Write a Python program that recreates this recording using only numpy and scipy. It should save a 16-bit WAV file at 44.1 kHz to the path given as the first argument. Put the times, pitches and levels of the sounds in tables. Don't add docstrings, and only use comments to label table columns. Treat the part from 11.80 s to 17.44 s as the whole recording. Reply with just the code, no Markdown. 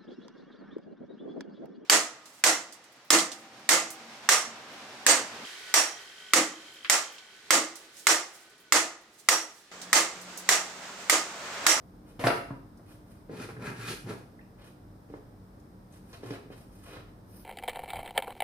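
import sys
import numpy as np
from scipy import signal
from scipy.fft import rfft, irfft, next_fast_len
from scipy.io import wavfile

SR = 44100
rng = np.random.default_rng(int(sys.argv[2]) if len(sys.argv) > 2 else 0)


def store_wav(level_fs):
    pcm = np.round(np.clip(np.atleast_2d(level_fs), -1, 1) * 32767)
    wavfile.write(sys.argv[1], SR, pcm.T.astype(np.int16))


N = 248842
T = np.arange(N) / SR

# (frequency [Hz], gain [dB], t60 [s])
BASE_MODES = [(118.5, 1.5, 0.4), (272.4, 1.5, 0.2), (378, -4.5, 0.071), (417.5, -3.5, 0.36),
              (507, -13, 0.73)]


def dragging(trim_db=-6, sides=2):
    # (fastest at [s], speeding up [s], slowing [s], judder [dB], scrape [dB], grit [dB])
    pushes = [(1.54, 0.072, 0.13, -41.5, -57, -62), (1.618, 0.082, 0.074, -40, -47.5, -51),
              (1.692, 0.013, 0.051, -42.5, -51, -58.5), (1.868, .105, 0.097, -35.5, -42, -52.5),
              (2.05, 0.14, 0.16, -47, -44.5, -49.5), (2.108, 0.063, 0.059, -38.5, -45.5, -41.5),
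              (2.305, 0.066, 0.052, -35, -45.5, -50.5), (2.372, .015, 0.05, -53, -68, -64)]
    # (frequency [Hz], gain [dB])
    judder_colour = [(60, -58), (115, 9.5), (200, 1.5), (300, 6), (430, 0.5), (600, -10), (1000, -10.5),
                     (2000, -53.5)]
    scrape_colour = [(250, -30), (550, -14), (900, -12.5), (1350, -1.5), (1700, -1.5), (2100, -3.5),
                     (2500, -7), (3200, -35), (5000, -40), (9000, -52)]
    grit_colour = [(1200, -42), (2800, 2.5), (4300, 2.5), (6000, -1.5), (7800, -5.5), (9000, 0),
                   (11500, -2), (15000, -17.5)]
    judder_level, scrape_level, grit_level = strokes(pushes, powers=(1.3, 2.6, 2.2))
    for _ in range(sides):
        judder = unit(colour(slips(per_s=320, spread_db=2.0, patchy_db=2.5), judder_colour))
        grains = slips(per_s=1600, spread_db=6.5, patchy_db=2.5)
        scrape = unit(colour(through_shell(grains, shell_db=3), scrape_colour))
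        grit = unit(colour(grains, grit_colour))
        yield undb(trim_db) * (judder_level * judder + scrape_level * scrape + grit_level * grit)


def tapping():
    # (time [s], thud [dB], thud pitch [Hz], click [dB], click top [Hz])
    taps = [(1.495, -37, 330, -60, 2010), (1.689, -43.5, 500, -51, 2000), (1.766, -40, 199, -54, 2000),
            (1.876, -37.5, 188, -58, 2000), (1.985, -41, 171, -64, 2000), (2.241, -36.5, 125, -72, 2000),
            (2.272, -41.5, 295, -61, 2000), (2.307, -39, 367, -52, 1990), (3.3, -47, 340, -73, 5000),
            (3.338, -38, 395, -54, 1090), (4.33, -54, 496, -53.5, 6400), (4.433, -37.5, 396, -59, 5100),
            (4.46, -47, 408, -59, 7000), (4.506, -32.5, 310, -48.5, 6000), (4.556, -55, 604, -50.5, 1990),
            (4.702, -41.5, 335, -65, 2000), (5.168, -46.5, 295, -54, 2000)]
    # (time [s], level [dB])
    ticks = [(.44, -53), (.469, -44), (0.974, -69.5), (3.8, -72.5), (4.125, -66)]
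    tick_band_hz = (6500, 13000)
    events = list(thud_and_click(taps, thud_spread=1.69, click_low_hz=1070))
    events += [(s, db, *tick_band_hz) for s, db in ticks]
    return blows(events, BASE_MODES, ring_db=-44.5, rattle_db=-6, rattle_t60=0.059,
                 contact_s=0.0008, rattle_hz=636)


def brushing(trim_db=-3, lift_s=5.36, lift_db=2):
    # (firmest at [s], pressing [s], easing off [s], rub [dB], skin hiss [dB])
    brushes = [(.29, 0.043, 0.19, -65.5, -72.5), (1.07, 0.014, .14, -56.5, -63.5),
               (1.3, 0.042, 0.15, -66, -70.5), (2.82, .06, 0.088, -59.5, -77),
               (2.873, 0.05, 0.051, -55.5, -64.5), (4.145, 0.053, 0.075, -63, -68),
               (4.338, 0.014, 0.036, -45.5, -63), (4.35, 0.16, 0.1, -61.5, -65.5),
               (4.465, 0.051, 0.11, -51, -62.5), (4.535, 0.067, 0.058, -50.5, -66.5),
               (4.728, 0.03, .035, -50.5, -68), (4.765, 0.052, 0.13, -63.5, -67),
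               (5.09, 0.33, 0.097, -63.5, -65), (5.15, 0.17, 0.079, -49, -69),
               (5.288, 0.027, 0.017, -61, -83), (5.6, 0.17, 0.12, -63.5, -60.5)]
    # (frequency [Hz], gain [dB])
    rub_colour = [(150, -11), (450, 17.5), (800, 6), (1500, 4.5), (2900, -2), (4500, -5), (6500, -17),
                  (9000, -29.5)]
    skin_colour = [(2500, -52), (5000, -3), (7600, -6.5), (8900, 4.5), (11500, -1), (15000, -7)]
    rub_level, hiss_level = strokes(brushes, powers=(1.8, 1.6))
    grains = slips(per_s=6000, spread_db=3.5, patchy_db=4.0)
    rub = unit(colour(through_shell(grains, shell_db=-1.5), rub_colour))
    hiss = unit(colour(grains, skin_colour))
    lift = undb(lift_db) * np.interp(T, [lift_s, T[-1]], [0, 1])
    hiss += lift * unit(filtered(grains, 7500, "high", order=4))
    return undb(trim_db) * (rub_level * rub + hiss_level * hiss)


def gripping(trim_db=-3):
    # (firmest at [s], pressing [s], easing off [s], level [dB])
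    grips = [(3.348, 0.077, 0.058, -53), (4.5, 0.12, .09, -43)]
    drive = slips(per_s=600, spread_db=3, patchy_db=1)
    base = sum(undb(db) * resonance(drive, hz, np.log(1000) / (np.pi * t60))
               for hz, db, t60 in BASE_MODES)
    return undb(trim_db) * strokes(grips, powers=(1.2,))[0] * unit(base)


def squeaking(width_s=0.0013):
    # (time [s], pitch [Hz], level [dB])
    squeaks = [(2.592, 1860, -49), (2.612, 2600, -57)]
    return sum(undb(db) * np.exp(-((T - s) / width_s) ** 2) * np.sin(2 * np.pi * hz * T)
               for s, hz, db in squeaks)


def clattering():
    # (time [s], thud [dB], thud pitch [Hz], click [dB], click top [Hz])
    landings = [(.3935, -45, 372, -44.5, 4000), (.4395, -26, 140, -27, 2190), (.4695, -22, 570, -24, 4040),
                (.483, -35, 810, -31, 2400), (.503, -40, 580, -26.5, 2140), (.706, -33.5, 235, -42, 1180),
                (.838, -53, 150, -72, 1410), (.995, -68, 696, -61.5, 1420)]
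    # (frequency [Hz], gain [dB], t60 [s])
    table_modes = [(125, 5.5, 0.2), (277.6, -0.5, 0.46), (422, -9, 0.27), (448, -5, .22), (545, 0.5, 0.34),
                   (682, 1, 0.13), (783, -4.5, 0.21), (970, -9, 0.18), (1185, -6, 0.41), (1313, 0, 0.12),
                   (1530, -27, .2), (1765, -7, 0.22), (1910, -9, 0.23), (2715, 0, 0.49)]
    events = thud_and_click(landings, thud_spread=1.6, click_low_hz=536)
    return blows(events, table_modes, ring_db=-51, rattle_db=-11, rattle_t60=0.078,
                 contact_s=0.0034, rattle_hz=940)


def scuffing(trim_db=-2):
    # (hardest at [s], pressing [s], easing off [s], level [dB])
    scuffs = [(.4, 0.0095, 0.081, -35), (.463, .035, 0.042, -26.5), (.55, 0.02, 0.061, -40)]
    # (frequency [Hz], gain [dB])
    scuff_colour = [(80, -9), (130, 16), (200, -5), (300, 5), (480, 9), (660, 4.5), (950, -5), (1300, -4.5),
                    (2000, -3.5), (3300, -15.5), (4600, -17), (7600, -23.5), (9500, -14.5), (15000, -26)]
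    grains = slips(per_s=3600, spread_db=-0.5, patchy_db=1.7)
    return undb(trim_db) * strokes(scuffs, powers=(1.4,))[0] * unit(colour(grains, scuff_colour))


def slips(per_s, spread_db, patchy_db, patch_s=0.012):
    chance, sizes = rng.random(N), rng.standard_normal(N)
    clicks = (chance < per_s / SR) * np.sign(sizes) * undb(spread_db * np.minimum(abs(sizes), 2))
    knots = np.arange(0, T[-1], patch_s)
    patches = np.interp(T, knots, rng.standard_normal(len(knots)))
    return clicks * undb(patchy_db * patches)


def strokes(rows, powers):
    energy = np.zeros((len(powers), N))
    for s, rise_s, fall_s, *levels in rows:
        during = (T > s - rise_s) & (T < s + fall_s)
        effort = np.sin(np.pi / 2 * np.interp(T[during], [s - rise_s, s, s + fall_s], [0, 1, 0]))
        energy[:, during] += [(undb(db) * effort ** power) ** 2 for db, power in zip(levels, powers)]
    return np.sqrt(energy)


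def through_shell(grains, shell_db):
    # (frequency [Hz], width [Hz], gain [dB])
    shell_modes = [(1285, 370, -2), (1650, 43, -2), (1630, 24, -10), (2480, 72, 3.5), (3000, 310, -2),
                   (3850, 270, -2)]
    return grains + sum(undb(shell_db + db) * resonance(grains, hz, width)
                        for hz, width, db in shell_modes)


def thud_and_click(rows, thud_spread, click_low_hz):
    for s, thud_db, thud_hz, click_db, top_hz in rows:
        yield s, thud_db, thud_hz / thud_spread, thud_hz * thud_spread
        yield s, click_db, click_low_hz, top_hz


def blows(events, modes, ring_db, rattle_db, rattle_t60, contact_s, rattle_hz, detune=0.0235):
    # (frequency [Hz], gain [dB])
    crack_colour = [(50, -12), (120, 12.5), (300, 6.5), (650, 1.5), (1000, 1.5), (1900, -3), (3000, -10),
                    (5000, -5.5), (7500, -16.5), (10000, -9.5), (15000, -35)]
    crack = snap(crack_colour)
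    out, t = np.zeros(N + SR), T[:SR // 4]
    for s, db, low_hz, top_hz in events:
        decay = np.exp(-t / contact_s) + undb(rattle_db - 60 * t / rattle_t60)
        contacts = decay * rng.standard_normal(len(t))
        contacts /= np.sqrt(np.sum(contacts ** 2))
        push = filtered(signal.unit_impulse(len(t)), rattle_hz, "low")
        body = push + filtered(contacts, rattle_hz, "high")
        for (hz, mode_db, t60), load in zip(modes, rng.standard_normal(len(modes))):
            loaded_hz = hz * (1 + detune * load)
            body += undb(ring_db + mode_db - 60 * t / t60) * np.cos(2 * np.pi * loaded_hz * t)
        blow = signal.fftconvolve(body, crack)[:len(t)]
        blow = filtered(filtered(blow, low_hz, "high", order=3), top_hz, "low", order=3)
        blow /= np.sqrt(np.sum(blow ** 2) / (SR / 100))
        start = int(s * SR)
        out[start:start + len(t)] += undb(db) * blow
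    return out[:N]


def room(x, lag_s, tail_db=-1.0, early_db=-4, early_t60=0.027, gap_s=0.0013):
    # (frequency [Hz], t60 [s])
    decay_times = [(100, 0.81), (500, 0.46), (1500, 0.5), (4000, 0.44), (9000, 0.44), (15000, 0.45)]
    # (frequency [Hz], gain [dB])
    wall_colour = [(100, -6), (350, -2), (700, 3.5), (1300, 0.5), (5000, 3), (12000, 1.5)]
    t = T[:SR * 3 // 4]
    bands_hz, t60s = np.transpose(decay_times)
    noise, tail = rfft(diffuse(len(t))), 0
    for band, t60 in zip(np.eye(len(t60s)), t60s):
        share = along(np.column_stack([bands_hz, band]), len(t))
        tail = tail + irfft(noise * share, len(t)) * undb(-60 * t / t60)
    early = diffuse(len(t)) * undb(-60 * t / early_t60)
    arrival = np.clip(t / gap_s - 1, 0, 1)
    reflections = undb(tail_db) * unit(tail * arrival) + undb(early_db) * unit(early * arrival)
    response = colour(reflections / np.sqrt(len(t)), wall_colour)
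    direct = np.array([np.roll(x, round(lag_s * SR)), x])
    return direct + signal.fftconvolve(x[None], response, axes=1)[:, :N]


def room_tone(air_db=-53.5, hum_trim_db=-1, waver_hz=7):
    # (frequency [Hz], gain [dB])
    air_colour = [(33, -37), (44, -9.5), (70, -5.5), (105, -2.5), (160, -7), (290, -11), (480, -16),
                  (1000, -24.5), (1700, -32), (2760, -44), (3850, -41), (4500, -43.5), (5150, -39),
                  (6000, -45), (7400, -49), (8600, -42.5), (10500, -46.5), (15400, -45)]
    # (frequency [Hz], level [dB])
    hum_tones = [(43, -60.5), (102, -61), (189, -61), (231, -65.5), (301, -62)]
    air = undb(air_db) * unit(colour(diffuse(N), air_colour))
    noise = rng.standard_normal(N)
    hum = sum(undb(db + hum_trim_db) * unit(resonance(resonance(noise, hz, waver_hz), hz, waver_hz))
              for hz, db in hum_tones)
    return air + hum


def diffuse(size):
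    # (frequency [Hz], side over mid [dB])
    width = [(100, -19), (200, -9), (380, -10.5), (700, -1), (1300, 1.5), (4000, -1), (12000, -1)]
    mid, side = rng.standard_normal((2, size))
    return mid + colour(side, width) * np.array([[1], [-1]])


def undb(db):
    return 10 ** (np.asarray(db) / 20)


def unit(x):
    return x / np.sqrt(np.mean(x ** 2))


def along(points, size):
    hz, value = np.transpose(points)
    return np.interp(np.log(np.fft.rfftfreq(size, 1 / SR) + 1), np.log(hz), value)


def colour(x, points):
    size = next_fast_len(x.shape[-1])
    return irfft(rfft(x, size) * undb(along(points, size)), size)[..., :x.shape[-1]]


def snap(points, size=1024):
    cepstrum = irfft(np.log(undb(along(points, size))))
    cepstrum[1:size // 2] *= 2
    cepstrum[size // 2 + 1:] = 0
    return irfft(np.exp(rfft(cepstrum)))


def filtered(x, hz, kind, order=2):
    return signal.sosfilt(signal.butter(order, min(hz, SR / 2 - 1000), kind, fs=SR, output="sos"), x)


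def resonance(x, hz, width_hz):
    return signal.lfilter(*signal.iirpeak(hz, hz / width_hz, fs=SR), x)


def scene():
    set_down = room(clattering(), lag_s=0.00002) + room(scuffing(), lag_s=0.00004)
    slide = sum(room(side, lag_s=0.00005) for side in dragging())
    contacts = room(tapping() + squeaking(), lag_s=0.00013)
    hands = room(brushing() + gripping(), lag_s=0.00009)
    return set_down + slide + contacts + hands + room_tone()


def record(dry, top_hz=15500):
    return signal.sosfilt(signal.ellip(10, 0.2, 70, top_hz, fs=SR, output="sos"), dry)


dry = scene()
out = record(dry)
store_wav(out)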